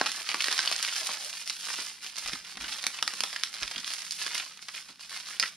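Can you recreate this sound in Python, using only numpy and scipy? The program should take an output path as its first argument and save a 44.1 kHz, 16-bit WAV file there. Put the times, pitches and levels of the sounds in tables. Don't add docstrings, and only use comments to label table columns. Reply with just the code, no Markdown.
import sys
import numpy as np
from scipy import signal
from scipy.fft import rfft, irfft, next_fast_len
from scipy.io import wavfile
from scipy.ndimage import uniform_filter1d, minimum_filter1d, map_coordinates

SR = 44100
rng = np.random.default_rng(int(sys.argv[2]) if len(sys.argv) > 2 else 0)


def wav_out(sig):
    wavfile.write(sys.argv[1], SR, np.round(np.clip(np.atleast_2d(sig).T, -1, 1) * 32767).astype(np.int16))


N = 245195


def amp(db):
    return 10 ** (np.asarray(db) / 20)


def unit(x):
    return x / np.sqrt(np.mean(x ** 2) + 1e-20)


def along(points, hz):
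    f, v = np.transpose(points)
    return np.interp(np.log(hz + 1), np.log(f), v)


def wobble(rate):
    knots = rng.standard_normal(int(N * rate / SR) + 4)
    return map_coordinates(knots, [np.arange(N) * rate / SR])


def filtered(x, response):
    m = 2 * next_fast_len(N)
    hz = np.fft.rfftfreq(m, 1 / SR)
    return irfft(rfft(x, m) * response(hz), m)[..., :N]


def causal(points, hz):
    cepstrum = irfft(np.log(amp(along(points, hz))))
    cepstrum[1:len(hz) - 1] *= 2
    cepstrum[len(hz):] = 0
    return np.exp(rfft(cepstrum))


def resonance(hz, centre, width):
    return 1j * hz * width / (centre ** 2 - hz ** 2 + 1j * hz * width)


def thin(x, corner_hz):
    return filtered(x, lambda hz: 1j * hz / (1j * hz + corner_hz))


def diffuse(length, spacing_s=7.5e-5):
    a, b = rfft(rng.standard_normal((2, length)))
    turn = np.arccos(np.sinc(np.fft.rfftfreq(length, 1 / SR) * spacing_s)) / 2
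    return irfft([a * np.cos(turn) + side * b * np.sin(turn) for side in (1, -1)], length)


def background():
    # (frequency [Hz], relative density [dB])
    air_colour = [(20, -19), (55, 2), (100, -21), (200, 1), (400, -2), (1500, -53), (5000, 0.5),
                  (15000, -19)]
    # (frequency [Hz], rms level [dB])
    hum_tones = [(60, -86), (180, -105)]
    t = np.arange(N) / SR
    air = unit(filtered(diffuse(N), lambda hz: amp(along(air_colour, hz))))
    rumble = unit(filtered(rng.standard_normal((2, N)), lambda hz: resonance(hz, 176.6, 106) ** 2))
    rumble_db = -69.3 + 2.8 * np.tanh(wobble(5.7))
    hum = sum(amp(db) * np.sqrt(2) * np.sin(2 * np.pi * hz * t) for hz, db in hum_tones)
    return amp(-67.0) * air + amp(rumble_db) * rumble + hum


def workshop(x, clutter_db, clutter_t60, tail_db, count=130):
    # (frequency [Hz], t60 [s])
    room_decay = [(150, 0.42), (1000, 0.15), (5000, 0.24), (14000, 0.32)]
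    # (nominal delay [s], greatest level [dB])
    surfaces = [(.0028, -16), (.0056, -24), (.0095, -15.5), (0.026, -16.5), (0.038, -15.5)]
    t = np.arange(SR // 5) / SR
    hop = N // count + 1
    source = np.pad(x.mean(0), (hop, 2 * hop))
    out = np.zeros((2, len(source) + len(t)))
    fade = np.sin(np.pi * np.arange(2 * hop) / (2 * hop))
    for start in range(0, N + hop, hop):
        hz, age, bands = signal.stft(diffuse(len(t)), SR, nperseg=256)
        decay = amp(-60 * age / along(room_decay, hz)[:, None])
        tail = signal.istft(bands * decay, SR, nperseg=256)[1][:, :len(t)]
        clutter = diffuse(len(t)) * amp(-60 * t / clutter_t60) * (t > .002)
        answer = (amp(tail_db) * unit(tail) + amp(clutter_db) * unit(clutter)) / np.sqrt(len(t))
        for (delay, db), (facing, shift) in zip(surfaces, rng.uniform(-1, 1, (len(surfaces), 2))):
            answer[:, int((delay + .0006 * shift) * SR)] += amp(db) * facing
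        windowed = source[start:start + 2 * hop] * fade
        piece = signal.fftconvolve(windowed[None], answer, axes=1)
        out[:, start:start + piece.shape[1]] += piece
    return out[:, hop:hop + N]


def bumps():
    # (time [s], length, twice the rise time [s], puff peak level [dB], knock peak level [dB])
    bump_list = [(2.246, 0.071, -56, -83), (2.327, 0.015, -64, -45.5), (2.546, 0.045, -64, -56.5),
                 (2.601, 0.069, -58, -58), (2.867, 0.012, -80, -55), (3.023, 0.02, -80, -55),
                 (3.078, 0.013, -82, -60), (3.198, 0.031, -80, -55), (3.612, 0.035, -55, -57.5),
                 (3.751, 0.042, -67, -56.5), (4.89, 0.029, -85, -62.5)]
    # (frequency [Hz], width [Hz], relative level [dB])
    part_modes = [(180, 57, -12), (236, 117, -5.5), (376, 48, -14.5)]
    t = np.arange(N) / SR
    puff, knock = np.zeros((2, N))
    for s, length, puff_db, knock_db in bump_list:
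        age = np.maximum(t - s, 0) / length
        swell = 2 * age * np.exp(1 - 2 * age)
        puff += amp(puff_db) * swell
        knock += amp(knock_db) * swell

    def at_ports(own_db):
        return rng.standard_normal(N) + amp(own_db) * rng.standard_normal((2, N))

    def part(hz):
        return sum(amp(db) * resonance(hz, centre, width) ** 2 for centre, width, db in part_modes)

    air = filtered(at_ports(-9), lambda hz: resonance(hz, 41.0, 33) ** 2)
    wood = filtered(at_ports(-32.0), part)
    return puff * unit(air) + knock * unit(wood)


def knocks():
    # (time [s], relative level [dB], brightness [dB per octave about 1 kHz])
    knock_list = [(0.0132, -12, 2), (0.3443, -36, 1), (0.592, -36, 4)]
    # (nominal frequency [Hz], relative level [dB], t60 [s])
    wood_modes = [(248, -18.5, 0.042), (820, 0, 0.012), (1060, -13, 0.06), (1336, -16, 0.04),
                  (1590, 2, 0.0085), (1860, -21, 0.03)]
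    t = np.arange(SR // 8) / SR
    hz, db, t60 = np.transpose(wood_modes)[:, :, None]
    out = np.zeros(N + len(t))
    for s, level_db, brightness_db in knock_list:
        size, detune = rng.standard_normal((2, len(wood_modes), 1))
        tilt_db = brightness_db * np.log2(hz / 1000)
        strength = amp(level_db + db + tilt_db + 2 * size - 60 * t / t60)
        ring = strength * np.sign(size) * np.sin(2 * np.pi * hz * (1 + 0.0092 * detune) * t)
        out[round(s * SR):][:len(t)] += ring.sum(0)
    return thin(thin(out[:N], corner_hz=330), corner_hz=330)


def buckles(times, gains, pitch, damping, lag_spread, pan_db, sharpness, size=128, order=1):
    hz = np.fft.rfftfreq(size, 1 / SR)
    loss, lag, pan, flip = rng.standard_normal((len(times), 4)).T[:, :, None]
    width = pitch[:, None] * damping * amp(2 * loss)
    pulse = resonance(hz, pitch[:, None], width) ** order
    pulse /= 1 + 1j * hz / (sharpness * pitch[:, None])
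    power = np.mean(np.abs(pulse) ** 2, axis=1, keepdims=True)
    pulse *= np.sign(flip) * gains[:, None] / np.sqrt(power)
    where = (times * SR).astype(int)[:, None] + np.arange(size)
    sides = []
    for side in (1, -1):
        delay = 10 / SR + side * lag * lag_spread / 2
        wave = irfft(pulse * amp(side * pan * pan_db / 2) * np.exp(-2j * np.pi * hz * delay))
        sides.append(np.bincount(where.ravel(), wave.ravel(), N)[:N])
    return np.array(sides)


def drag(count=48):
    start_s, end_s = 0.97, 1.35
    level_db, fade_db_per_s = -32, 18
    centre_hz = 705
    when, size, detune = rng.uniform(-1, 1, (count, 3)).T
    age = (end_s - start_s) * (np.arange(count) + when / 2) / count
    db = level_db + 7.0 * size - fade_db_per_s * age
    hz = centre_hz * np.exp(0.28 * detune)
    return buckles(start_s + age, amp(db), hz, damping=0.31, lag_spread=1.5e-5, pan_db=1.5,
                   sharpness=3.3, size=512, order=2)


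def tugging(times):
    # (start [s], length [s], relative crinkle level [dB], typical crease pitch [Hz])
    tugs = [(-0.02, 0.05, -35.5, 3000), (0.054, 0.14, -37, 4940), (0.244, 0.11, -36.5, 4050),
            (0.383, 0.38, -33.5, 4200), (0.815, 0.18, -34, 4800), (1.01, 0.15, -37, 4860),
            (1.182, 0.22, -40.5, 5800), (1.44, 0.39, -43, 6850), (1.612, 0.21, -36.5, 4480),
            (2.006, 0.073, -41.5, 4500), (2.14, 0.19, -39, 4300), (2.434, 0.097, -45.5, 4250),
            (2.588, 0.24, -38.5, 4030), (2.907, 0.066, -40.5, 4660), (3.058, 0.38, -41.5, 4730),
            (3.519, 0.29, -41.5, 4400), (3.607, 0.016, -42.5, 3570), (3.842, 0.2, -39, 5340),
            (4.093, 0.08, -41.5, 7700), (4.174, 0.21, -35.5, 4600), (4.592, 0.12, -50, 5224),
            (4.711, 0.061, -41, 4900), (4.859, 0.033, -47.5, 3400), (4.988, 0.025, -43, 4470),
            (5.084, 0.11, -40.5, 4660), (5.241, 0.094, -41, 4220), (5.396, 0.057, -41, 4600),
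            (5.416, 0.036, -62, 2530)]
    grip_s, sag_db_per_s = 0.027, 4
    settle_s, settle_share = 0.053, 0.16
    start, length, db, pitch = np.transpose(tugs)[:, :, None]
    age = times - start
    grip = np.clip(age / grip_s, 0, 1)
    sag = amp(-sag_db_per_s * (np.clip(age, 0, length) - length / 2))
    settle = np.exp(-np.maximum(age - length, 0) / (settle_s + settle_share * length))
    power = (amp(db) * grip * sag * settle) ** 2 + 1e-12
    return 10 * np.log10(power.sum(0)), (power * pitch).sum(0) / power.sum(0)


def effort(times):
    grid = np.arange(0, N / SR, .001)
    return [np.interp(times, grid, curve) for curve in tugging(grid)]


def sliding():
    db, pitch = effort(np.arange(N) / SR)
    level = db + 5 * np.log2(pitch / 5000)
    hiss = unit(filtered(diffuse(N), lambda hz: resonance(hz, 5200, 15600) ** 2))
    return hiss * amp(level - 6.0 + 2.8 * wobble(45))


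def crinkle(count=6000):
    times = np.sort(rng.uniform(0, (N - 1) / SR, count))
    db, pitch = effort(times)
    size, detune = np.clip(rng.standard_normal((count, 2)), -2.4, 2.4).T
    index = (times * SR).astype(int)
    gains = amp(3.47 * size + 2.0 * wobble(110)[index])
    gains /= np.sqrt(uniform_filter1d(gains ** 2, size=180) * count / N)
    fold = wobble(90)[index]
    hz = pitch * np.exp(0.47 * detune + 0.1 * fold - 0.089 * size)
    return buckles(times, gains * amp(db - 3.0), np.clip(hz, 450, 14000), damping=1.0,
                   lag_spread=3e-5, pan_db=6.0, sharpness=0.77)


def bubbles():
    # (time [s], note [Hz], relative level [dB])
    rings = [(0.3443, 1160, -24.5), (0.4836, 1650, -29), (0.5911, 1540, -19), (0.676, 4380, -20),
             (2.8671, 2220, -24.5), (2.9884, 1080, -37.5), (3.0264, 2750, -27), (3.0775, 1200, -31.5),
             (3.2059, 2650, -27), (3.2363, 3320, -23), (3.2375, 1220, -30), (3.3618, 1800, -29),
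             (5.398, 5100, -14.5), (5.4275, 1950, -26), (5.4275, 1320, -29.5), (5.436, 2010, -23)]
    t60_at_1khz_s, t60_slope = 0.03, -0.49
    t = np.arange(SR // 16) / SR
    out = np.zeros(N + len(t))
    for s, hz, db in rings:
        t60 = t60_at_1khz_s * (hz / 1000) ** t60_slope
        out[round(s * SR):][:len(t)] += amp(db - 60 * t / t60) * np.sin(2 * np.pi * hz * t)
    return thin(out[:N], corner_hz=500)


def lesser_snaps(count=300):
    over_tug_db, spread_db, crunch_db = 19, 1.5, -7.5
    pitch_ratio, spread_octaves, damping = 0.62, 0.73, 0.95
    when, size, detune = rng.uniform(-1, 1, (count, 3)).T
    s = np.clip(np.arange(count) + 2 * when, 0, count - 1) / count * N / SR
    db, pitch = effort(s)
    strength_db = db + over_tug_db + spread_db * size
    hz = pitch_ratio * pitch * 2 ** (spread_octaves * detune)
    return np.column_stack([s, strength_db, hz, np.full(count, damping), np.full(count, crunch_db)])


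def snaps(count=7):
    # (time [s], relative strength [dB], pitch [Hz], damping [width over pitch],
    #                crunch level over the snap [dB])
    loud_snaps = [(0.0133, -3, 4000, 0.79, -26), (0.0608, -2.5, 2380, 1.7, -11),
                  (0.0649, -2.5, 2460, 2.2, -4), (0.0697, -5, 2800, 1.5, -3), (0.1173, -6, 4510.0, 2, -7),
                  (0.2721, -17, 2520, 1.3, -14), (0.2903, -3, 3400, 0.8, -8),
                  (0.3159, -4.5, 2040, 1.2, -10), (0.3443, -1, 1540, 2.4, -21),
                  (0.4055, -2, 2600, 0.75, -6), (0.4219, -5, 3900, 1.1, -10), (0.4422, -3, 3480, 1.6, -0.5),
                  (0.4709, -8, 3710.0, 0.81, -8), (0.4836, -2.5, 1900, 2.2, -14.0),
                  (0.4952, -13, 3430.0, 1.0, -14.0), (0.5144, -6, 3900, 0.99, -8),
                  (0.5266, -0.5, 3530, 1.7, -7), (0.5788, -3, 3400, 1.3, -15),
                  (0.5911, 1.5, 3300, 1.5, -17), (0.6024, -6.5, 4440, 0.46, -16),
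                  (0.636, -11, 2630, 1.7, -4), (0.6586, -8, 4100, 1.5, -13), (0.676, 0, 3470, 0.9, -17),
                  (0.7143, -2.5, 2300, 4.5, -7), (0.7254, -2, 3290.0, 1.4, -4),
                  (0.7904, -11.5, 2930.0, 1.1, -3), (0.8273, -1.5, 5070.0, 1.8, -8),
                  (0.8491, -3.5, 2760, 1, -14.0), (0.8768, -9, 3170.0, 1.7, -15),
                  (0.9357, -12, 3400, 1.0, -8), (0.9638, -8, 3140, 2.6, 0.0), (1.0698, -5.5, 5270.0, 2, -3),
                  (1.091, -11, 1290, 1.1, -5), (1.1152, -10.5, 2410.0, 3.3, -15),
                  (1.2471, -9.5, 4960, 1.9, -13), (1.3294, -14, 3830, 0.9, -16),
                  (1.337, -14, 2600, 2.9, -14), (1.4759, -8.5, 4200, 2.9, -3),
                  (1.4977, -4, 3730, 1.5, -0.5), (1.703, -11.5, 1500, 1, -11),
                  (1.7405, -12.5, 1690.0, 1.2, -13.0), (1.7882, -12, 1420, 4.6, -3),
                  (2.0643, -13.5, 3270, 1.7, -3), (2.1816, -10, 5460, 4.5, 4), (2.26, -12, 2320.0, 1.7, 0),
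                  (2.2764, -10, 3900, 1.6, 3.5), (2.2918, -14, 3030, 1.7, 3),
                  (2.3196, -19, 2140.0, 1.9, -6), (2.3333, -8, 2550, 3, -2.5),
                  (2.4485, -18.5, 2640, 1.7, -14), (2.5714, -14.5, 2640, 2.8, 1.5),
                  (2.61, -13.5, 2400, 1.3, -1.5), (2.7264, -17, 3710.0, 0.55, 0),
                  (2.8401, -6.5, 2330, 3.1, -15), (2.8671, 2.5, 3930, 2.5, -21),
                  (2.9884, -11, 2600, 0.99, -5), (3.0264, 3, 2700, 1.9, -15), (3.0775, 0, 2570, 2.5, -9),
                  (3.1372, -9, 2250, 6.1, -9), (3.2059, -0.5, 3550, 2.7, -13), (3.2363, 0, 3200, 3.7, -11),
                  (3.3293, -11, 2160, 1.3, -3), (3.3618, -11, 2800, 1.4, 3), (3.4354, 2.5, 3140, 2.2, -25),
                  (3.5406, -11.5, 3200, 2, 0), (3.6249, -9.5, 2800, 1.7, 3), (3.6316, -6, 2370, 2.5, -4),
                  (3.6778, -9, 2910, 0.96, -4), (3.713, -11, 2580, 5, -5), (3.7601, -7, 2760, 0.45, -6),
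                  (3.78, -11, 3430, 0.45, 0), (3.845, -8, 3100, 0.66, -14), (3.8777, -7.5, 3430.0, 5.2, -8),
                  (3.905, -11, 3300, 1.1, -13), (3.9364, -5, 5270.0, 3.9, -8), (4.1094, -6, 4940, 1.5, -15),
                  (4.1217, -6.5, 5240, 1.8, -16), (4.216, -12, 2750, 0.87, -20),
                  (4.2649, -7, 2170, 2.5, -14), (4.3469, -5.5, 3540, 5.1, 1), (4.381, -9, 3200, 1.5, -6),
                  (4.3985, -9, 2600, 0.54, 2), (4.484, -25, 4200, 1.5, -3), (4.574, -23, 3950, 1.8, 2),
                  (4.592, -21, 2150, 1, -10), (4.6252, -19, 3500, 1.66, 0), (4.6845, -13.5, 2700, 1.4, 4.5),
                  (4.7494, -17, 2620, 0.6, -9), (4.7786, -10.5, 2400, 0.43, -11.0),
                  (4.804, -25, 2400, 1.2, -9), (4.897, -30, 1540, 2, -3), (4.995, -25.5, 1900, 2.3, -1),
                  (5.009, -23, 3560, 1.8, -3), (5.047, -25, 4510, 1.5, -6), (5.0951, -17, 3840, 2.3, -8),
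                  (5.144, -17, 3070, 1.1, -3), (5.335, -16.5, 2800, 0.8, -10), (5.398, 5, 3820, 2.3, -15),
                  (5.427, -1, 2770, 1.7, -8), (5.4355, -4, 1750, 0.88, -6), (5.459, -12, 2800, 1.0, -2),
                  (5.4785, -18, 3800, 1.2, -9)]
    rebound_s, rebound_db = 0.0005, -5.5
    s, db, pitch, damping, crunch_db = np.vstack([loud_snaps, lesser_snaps()]).T

    def flip(times, level_db):
        return buckles(times, amp(level_db - 2.5), pitch, damping[:, None], lag_spread=1.5e-5,
                       pan_db=3.0, sharpness=12, order=2)

    rebound = flip(s + rebound_s * rng.uniform(0.56, 1.5, len(s)), db + rebound_db)
    wait, size, detune = rng.uniform(-1, 1, (len(s), count, 3)).T
    after = s + 0.001195 + .007 * wait ** 2
    hz = pitch * np.exp(0.71 * detune)
    share = amp(3.1 * size)
    gains = amp(db + crunch_db - 2.5) * share / np.linalg.norm(share, axis=0)
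    crunch = buckles(after.ravel(), gains.ravel(), hz.ravel(), damping=0.36, lag_spread=3e-5,
                     pan_db=3.0, sharpness=12, size=256)
    return flip(s, db) + rebound + crunch


def microphone_ports(hz):
    # (frequency [Hz], gain [dB])
    left_colour = [(60, -9), (110, -3.5), (170, 11), (350, 5.5), (500, 2.5), (750, 1.5), (1200, 1.5),
                   (2200, -0.5), (4400, 0.5), (6500, -1.5), (8500, -3.5), (10000, 2), (13500, -10),
                   (15800, -19.5)]
    right_colour = [(60, -47), (110, -3), (170, 11.5), (350, 3), (750, 0), (1200, 2), (2200, 0.5),
                    (3800, 1.5), (5100, 7), (6500, 2.5), (7800, -2), (9200, 3.5), (10800, -7), (15800, -25)]
    cavity = 1 - 2 * resonance(hz, 7020, 3270)
    lead = np.exp(2j * np.pi * hz * 2.2e-5)
    return np.array([causal(left_colour, hz), causal(right_colour, hz) * cavity * lead])


def scene():
    film = snaps() + bubbles() + thin(crinkle() + sliding(), corner_hz=870) + drag()
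    frame = knocks()
    into_room = film + amp(-5) * frame
    echoes = workshop(into_room, clutter_db=-9.5, clutter_t60=0.015, tail_db=-6.0)
    return amp(-0.5) * filtered(film + frame + echoes, microphone_ports) + bumps() + background()


def record(dry):
    top_hz, ceiling, limiter_s = 15800, 0.78, 0.003
    x = filtered(dry, lambda hz: hz < top_hz)
    size = int(limiter_s * SR)
    needed = ceiling / np.maximum(np.abs(x).max(0), ceiling)
    return x * uniform_filter1d(minimum_filter1d(needed, size), size)


dry = scene()
out = record(dry)
wav_out(out)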